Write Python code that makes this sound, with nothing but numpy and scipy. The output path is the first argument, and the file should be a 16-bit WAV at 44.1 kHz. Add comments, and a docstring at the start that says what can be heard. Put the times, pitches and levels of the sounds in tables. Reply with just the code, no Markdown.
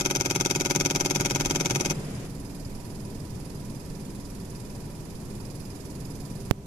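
"""A harsh buzz from close by: a small printer on a laboratory bench steps its head twenty times a second.
Each step is a few rattling blows that ring the resonances of the frame, with a dry spit of treble on top.
After two seconds the steps tick faintly from further off, under the rumble of the ventilation.
The rumble is narrow-band noise over the broad noise of the air; an electrical pop on the right,
a high-passed voltage jump, comes as the ticking ends."""
import sys
import numpy as np
from scipy import signal
from scipy.fft import rfft, irfft
from scipy.io import wavfile
from scipy.ndimage import uniform_filter1d

SR = 44100
rng = np.random.default_rng(int(sys.argv[2]) if len(sys.argv) > 2 else 0)


def transcribe(signal):
    """Save signal, clipped to [-1, 1], as a 16-bit WAV file at the path in sys.argv[1]."""
    frames = np.atleast_2d(signal).T
    limited = np.clip(frames, -1, 1)
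    pcm = np.round(limited * 32767).astype(np.int16)
    wavfile.write(sys.argv[1], SR, pcm)


N = 293706
TIME = np.arange(N) / SR  # s
HZ = np.fft.rfftfreq(N, 1 / SR)

# The run of steps close by: first step in seconds, period in seconds, last moment in seconds.
NEAR_STEPS = (-.006, .04997, 1.93)


def gain_of(db):
    """Decibels to amplitude: a factor of ten for every 20 dB."""
    return 10 ** (np.asarray(db) / 20)


def evened(x):
    """Normalisation to unit rms, so that later gains set the power."""
    return x / np.sqrt(np.mean(x ** 2) + 1e-20)


def curve(rows, axis=1):
    """Linear interpolation of one column of a time table at every sample."""
    rows = np.array(rows)
    return np.interp(TIME, rows[:, 0], rows[:, axis])


def spectrum(rows):
    """Interpolation of every column of a frequency table over log frequency, at every bin."""
    table_hz, *columns = np.transpose(rows)
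    return np.array([np.interp(np.log(HZ + 1), np.log(table_hz), column) for column in columns])


def colour(x, gain):
    """Minimum-phase (causal) filtering: white noise of rms 1 gets the density gain squared per Hz."""
    cepstrum = irfft(np.log(np.maximum(gain, 1e-7)), N)
    # folding the cepstrum onto positive times makes the response causal
    cepstrum[..., 1:N // 2] *= 2
    cepstrum[..., N // 2 + 1:] = 0
    response = np.exp(rfft(cepstrum))
    return irfft(rfft(x) * response, N) * np.sqrt(SR / 2)


def resonances(rows):
    """Superposition of damped modes, left and right, with the Q held to 45 by losses in the joints."""
    power = 0
    for hz, width, left, right in rows:
        detune = 1.29 * (HZ - hz) / max(width, hz / 45)  # half power at half the width
        peak = gain_of([[left], [right]])
        power = power + (peak / (1 + detune ** 2)) ** 2
    return np.sqrt(power)


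def fine_modes(ripple_db, spacing_hz):
    """Modal density: countless small modes and reflections ripple the treble, differently in each channel."""
    knots = rng.standard_normal((2, 1000))
    ripple = np.array([np.interp(HZ / spacing_hz, np.arange(len(k)), k) for k in knots])
    onset = np.clip(HZ / 1500 - 1, 0, 1)  # none below 1500 Hz, full from 3000 Hz
    gain = gain_of(ripple_db * onset * np.tanh(ripple))
    # the mean power of each neighbourhood stays level
    return gain / np.sqrt(uniform_filter1d(gain ** 2, size=N // 64, axis=1))


def step_shape(period, blows, tail_db, tail_s):
    """Impact and decay: each blow of a step swells, dies exponentially and leaves a weaker, longer tail."""
    t = TIME[:round(period * SR)]
    power = 0
    for delay, db, rise, decay in blows:
        age = (t - delay) % period
        swell = np.sin(np.pi / 2 * np.minimum(age / rise, 1))
        since_peak = np.maximum(age - rise, 0)
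        burst = np.exp(-since_peak / decay)
        tail = gain_of(tail_db) * np.exp(-since_peak / tail_s)
        power = power + (gain_of(db) * swell) ** 2 * (burst ** 2 + tail ** 2)
    return evened(np.sqrt(power))


def jolt(shape):
    """Periodic excitation: contacts that recur at each step drive all harmonics about equally."""
    # How closely the jolt follows the blows; heavy parts respond more evenly.
    # Each row: band from Hz, band to Hz, exponent on the step shape.
    bands = [(0, 600, .65), (600, 1800, .7), (1800, 20000, 1)]
    hz = np.fft.fftfreq(len(shape), 1 / SR)
    total = 0
    for low, high, exponent in bands:
        force = rng.standard_normal(len(shape)) + 1j * rng.standard_normal(len(shape))
        # impose the envelope in time and equal harmonics in frequency by turns
        for _ in range(10):
            harmonics = np.fft.fft(shape ** exponent * np.exp(1j * np.angle(force)))
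            in_band = (hz > low) * (hz <= high)
            force = np.fft.ifft(np.exp(1j * np.angle(harmonics)) * in_band)
        total = total + force.real
    return evened(total)


def printer(run, shape, ring, repeat, force, jitter_s, uneven_db, grain):
    """Forced vibration: steps uneven in time and strength drive the body with a recurring jolt and chatter."""
    first, period, last = run
    step = np.maximum((TIME - first) // period, 0).astype(int)
    late, strong = rng.standard_normal((step[-1] + 1, 2)).T
    since_step = (TIME - first) % period - jitter_s * late[step]
    place = np.round(since_step * SR).astype(int) % len(shape)
    force_db = np.array([curve(force, axis=1), curve(force, axis=2)])
    level = gain_of(uneven_db * strong[step] + force_db)
    level *= (TIME >= first) & (TIME < last)
    grains = np.exp(grain * rng.standard_normal(N))  # uneven strength from sample to sample
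    chatter = shape[place] * evened(rng.standard_normal((2, N)) * grains)
    share = np.clip(spectrum(repeat), .02, .98)
    recurring = colour(level * jolt(shape)[place], ring * np.sqrt(share))
    # the bass reaches both channels together; the treble leaves different parts and arrives out of step
    phase = np.maximum(HZ - 1000, 0) / 240  # radians
    recurring[1] = irfft(rfft(recurring[1]) * np.exp(1j * phase), N)
    return recurring + colour(level * chatter, ring * np.sqrt(1 - share))


def snap(shape, sharpness, low_hz, high_hz):
    """Amplitude-modulated noise: each contact gives a dry spit of top treble that does not ring."""
    # Loudness of the spit. Each row: time in seconds, left level in dB rms, right level in dB rms.
    snap_db = [(.9, -53, -41), (1.3, -53.5, -44), (1.9, -53, -45)]
    first, period, last = NEAR_STEPS
    place = ((TIME - first) % period * SR).astype(int) % len(shape)
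    band = signal.butter(2, [low_hz, high_hz], "band", fs=SR, output="sos")
    hiss = signal.sosfilt(band, rng.standard_normal((2, N)))
    level = gain_of([curve(snap_db, axis=1), curve(snap_db, axis=2)]) * (TIME < last)
    return evened(hiss) * evened(shape ** sharpness)[place] * level


def near_printer():
    """Source and resonator close by: the blows of each step ring the frame, head and rails."""
    # Blows within one step. Each row: delay in seconds, relative level in dB, rise and decay in seconds.
    near_blows = [(.0015, -21.5, 0.003, 0.0024), (.0055, -5.5, .0028, 0.0017), (.014, -2, .003, 0.0022),
                  (.021, -10.5, 0.00324, 0.0032)]
    # Resonances of frame, head and rails, ahead of the overall trim.
    # Each row: frequency in Hz, least width in Hz, left and right level in dB per Hz.
    near_body = [(151, 67, -58, -58), (278.7, 23, -56, -51), (365.6, 53.0, -54, -53), (553, 38, -61.5, -60),
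                 (709, 41, -67, -67.8), (810, 69, -65, -63.5), (942, 77, -64.5, -63), (1260, 48, -66, -70),
                 (1427, 85, -63.5, -73.5), (1520, 280, -69, -70), (2230, 186, -62, -65.5),
                 (2516, 27, -58, -85), (2700, 680, -76, -71), (3430, 560, -74, -66),
                 (3820, 150, -72.5, -77), (4570, 230, -72, -73), (5057, 290, -62, -71.5),
                 (5900, 260, -58, -73), (6195, 380, -58.5, -71), (6680, 710, -63.5, -79),
                 (7250, 261.0, -73, -68), (8840, 1240, -79.5, -76), (10340, 360, -80, -74),
                 (11260, 1200, -84.5, -76), (13850, 480, -89, -77.5), (15040, 261.0, -81, -78)]
    # Vibration that is the same at every step, the rest being loose chatter.
    # Each row: frequency in Hz, share of the power from 0 to 1.
    near_repeat = [(140, 0.82), (280, 0.98), (950, 0.79), (1500, 0.42), (2500, .55), (6000, 0.15),
                   (12000, 0.45)]
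    # Force of the steps. Each row: time in seconds, left gain in dB, right gain in dB.
    near_force = [(0, 0, 0.4), (.9, 0.3, 1), (1.401, -0.1, 0), (1.9, -0.5, 0.7)]
    shape = step_shape(NEAR_STEPS[1], near_blows, tail_db=-18, tail_s=0.017)
    ring = resonances(near_body) * fine_modes(ripple_db=4.0, spacing_hz=94.87) * gain_of(-0.48)
    body = printer(NEAR_STEPS, shape, ring, near_repeat, near_force,
                   jitter_s=.00002, uneven_db=0.5, grain=0.48)
    return body + snap(shape, sharpness=1.3, low_hz=4470, high_hz=12500)


def air(rows, level_db):
    """Partly coherent noise of the room: alike in both channels in the bass, unrelated in the treble."""
    # Likeness of the channels. Each row: frequency in Hz, coherence from 0 to 1.
    likeness = [(100, 1), (260, 0.89), (430, 0.72), (700, 0.49), (1000, 0.08), (1400, 0)]
    a, b = rfft(rng.standard_normal((2, N)))
    same = np.clip(spectrum(likeness)[0], 0, 1)
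    pair = np.array([a, same * a + np.sqrt(1 - same ** 2) * b])
    noise = irfft(pair * gain_of(spectrum(rows)), N) * np.sqrt(SR / 2)
    return noise * gain_of(curve(level_db))


def hum(hz, width_hz):
    """Narrow-band noise of rms 1, heard as a tone that wavers."""
    band = 1 + ((HZ - hz) / width_hz) ** 2
    return evened(irfft(rfft(rng.standard_normal(N)) / band, N))


def ventilation():
    """Narrow-band noise, amplitude-modulated: a throbbing, later swelling boom in ducts, and tones of fans."""
    # Level of the boom ahead of throb and swells. Each row: time in seconds, level in dB rms.
    boom_db = [(0, -41), (.25, -37.5), (1.9, -36.5), (2.2, -38), (2.5, -48.5), (4.0, -49.5), (4.6, -44),
               (5.2, -49), (6.66, -46)]
    # Swells of the boom. Each row: time of the top in seconds, half length in seconds, gain in dB.
    boom_swells = [(3.354, 0.045, 11), (6.35, 0.082, 9)]
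    # Wavering tones of fans. Each row: frequency in Hz, half width in Hz, level in dB rms.
    fan_tones = [(32.6, 5.3, -50.5), (200.5, 11.6, -49.5), (280.1, 3, -54.5), (393.7, 9.1, -55.5),
                 (977, 15, -65)]
    throb_period_s, throb_peak_s, throb_end_s, throb_depth_db = .196, 0.97, 2.45, 4
    boom = hum(hz=143.0, width_hz=21.6)
    throb = throb_depth_db * np.cos(2 * np.pi * (TIME - throb_peak_s) / throb_period_s)
    throb = throb * (TIME < throb_end_s)
    swells = sum(db * np.exp(-((TIME - top) / half) ** 2) for top, half, db in boom_swells)
    # level the noise's own slow wavering before the drawn loudness is applied
    boom = boom / np.sqrt(uniform_filter1d(boom ** 2, size=SR // 8))
    boom = boom * gain_of(curve(boom_db) + throb + swells)
    return boom + sum(gain_of(db) * hum(hz, width) for hz, width, db in fan_tones)


def far_printer():
    """The same source and resonator from further off: thin ticks, mostly on the right, and a faint buzz."""
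    # The run of steps: first step in seconds, period in seconds, last moment in seconds.
    far_steps = (1.9455, .05004, 6.505)
    # Blows within one step, where bench echoes follow at once.
    # Each row: delay in seconds, relative level in dB, rise and decay in seconds.
    far_blows = [(.0016, -3, 0.00113, 0.0017), (.0048, -2.5, 0.00114, 0.0019), (.009, -9, .001, 0.0087)]
    # Resonances of frame, head and rails, ahead of the overall trim.
    # Each row: frequency in Hz, least width in Hz, left and right level in dB per Hz.
    far_body = [(280, 26.5, -72, -72.5), (378, 44, -77.5, -74.5), (955, 70, -86, -84),
                (1770, 37, -88, -86.5), (2509.0, 284.0, -95.5, -90.5), (3605, 210, -102.5, -89),
                (4840, 650, -106.6, -86.5), (5000, 48, -105.9, -82.5), (5870, 590, -103.7, -89),
                (6890, 110, -105.9, -86), (7160, 110.0, -117.0, -86.5), (8050, 1100, -114.3, -93),
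                (9177.0, 440, -113.1, -90), (10120, 360, -114.8, -86), (10500, 200, -111.5, -86.5),
                (11260, 1200, -111.0, -90)]
    # Vibration that is the same at every step. Each row: frequency in Hz, share of the power from 0 to 1.
    far_repeat = [(300, 0.94), (1000, 0.74), (2500, 0.31), (10000, 0.25)]
    # Force of the steps. Each row: time in seconds, left gain in dB, right gain in dB.
    far_force = [(2, 0.0061, 0.7), (4.198, 0.0047, 0.15), (4.55, 0, 1.7), (4.9, 0, -0.5), (5.2, 0, -0.7),
                 (5.45, 0, 2.1), (6.5, 0, 2.1)]
    shape = step_shape(far_steps[1], far_blows, tail_db=-12.5, tail_s=0.023)
    ring = resonances(far_body) * fine_modes(ripple_db=8.0, spacing_hz=55) * gain_of(-0.9)
    return printer(far_steps, shape, ring, far_repeat, far_force,
                   jitter_s=.00003, uneven_db=.5, grain=0.4)


def pop(start_s, height, corner_hz, damping):
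    """Step response of a second-order high-pass: a voltage jump, pulled back to zero by the bass cut."""
    w = 2 * np.pi * corner_hz
    b, a = signal.bilinear([1, 0, 0], [1, 2 * damping * w, w * w], SR)
    jump = 1. * (TIME >= start_s)
    return height * signal.lfilter(b, a, jump) * gain_of([[-45], [0]])  # almost all on the right


def scene():
    """Superposition of printer, room and pop."""
    # Air noise at the two places, ahead of its loudness.
    # Each row: frequency in Hz, left level in dB per Hz, right level in dB per Hz.
    near_air = [(22.0, -61.4, -57), (40.0, -53.5, -58), (71.6, -68, -65), (157, -55.5, -55.5),
                (290, -62, -62), (545, -68, -67), (910, -77, -76.5), (1560, -79, -81), (2640, -82, -81.5),
                (4170, -88, -87), (7100, -86, -83.5), (10300, -95, -88), (14100, -99.6, -98)]
    far_air = [(18.0, -67, -62), (33.0, -68.5, -61.5), (64.6, -66, -67.5), (137, -61.5, -61),
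               (231, -68, -67), (425, -74.5, -74), (756, -84, -81.5), (910, -84.5, -82.5),
               (1530, -93, -90.5), (2400.0, -96, -91.5), (3300.0, -101.6, -94), (6100, -104.5, -91),
               (10600, -104.8, -94.5), (13700, -104, -100.7)]
    # Loudness of each air noise. Each row: time in seconds, gain in dB.
    near_air_db = [(0, -7), (0.801, -6), (1.201, -3.5), (2.0, -2.5), (2.261, -4), (2.33, -24)]
    far_air_db = [(2.2, -27), (2.289, 1.5), (6.505, 1.5), (6.523, -5), (6.66, -4)]
    room = air(near_air, near_air_db) + air(far_air, far_air_db) + ventilation()
    click = pop(start_s=6.51108, height=1.08, corner_hz=106, damping=0.6)
    return near_printer() + far_printer() + room + click


def record(dry):
    """Band limiting by a linear-phase low-pass."""
    lowpass = signal.firwin(161, 14800, window=("kaiser", 9), fs=SR)  # edge in Hz
    return signal.oaconvolve(dry, lowpass[None], "same", axes=1)


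dry = scene()
out = record(dry)
transcribe(out)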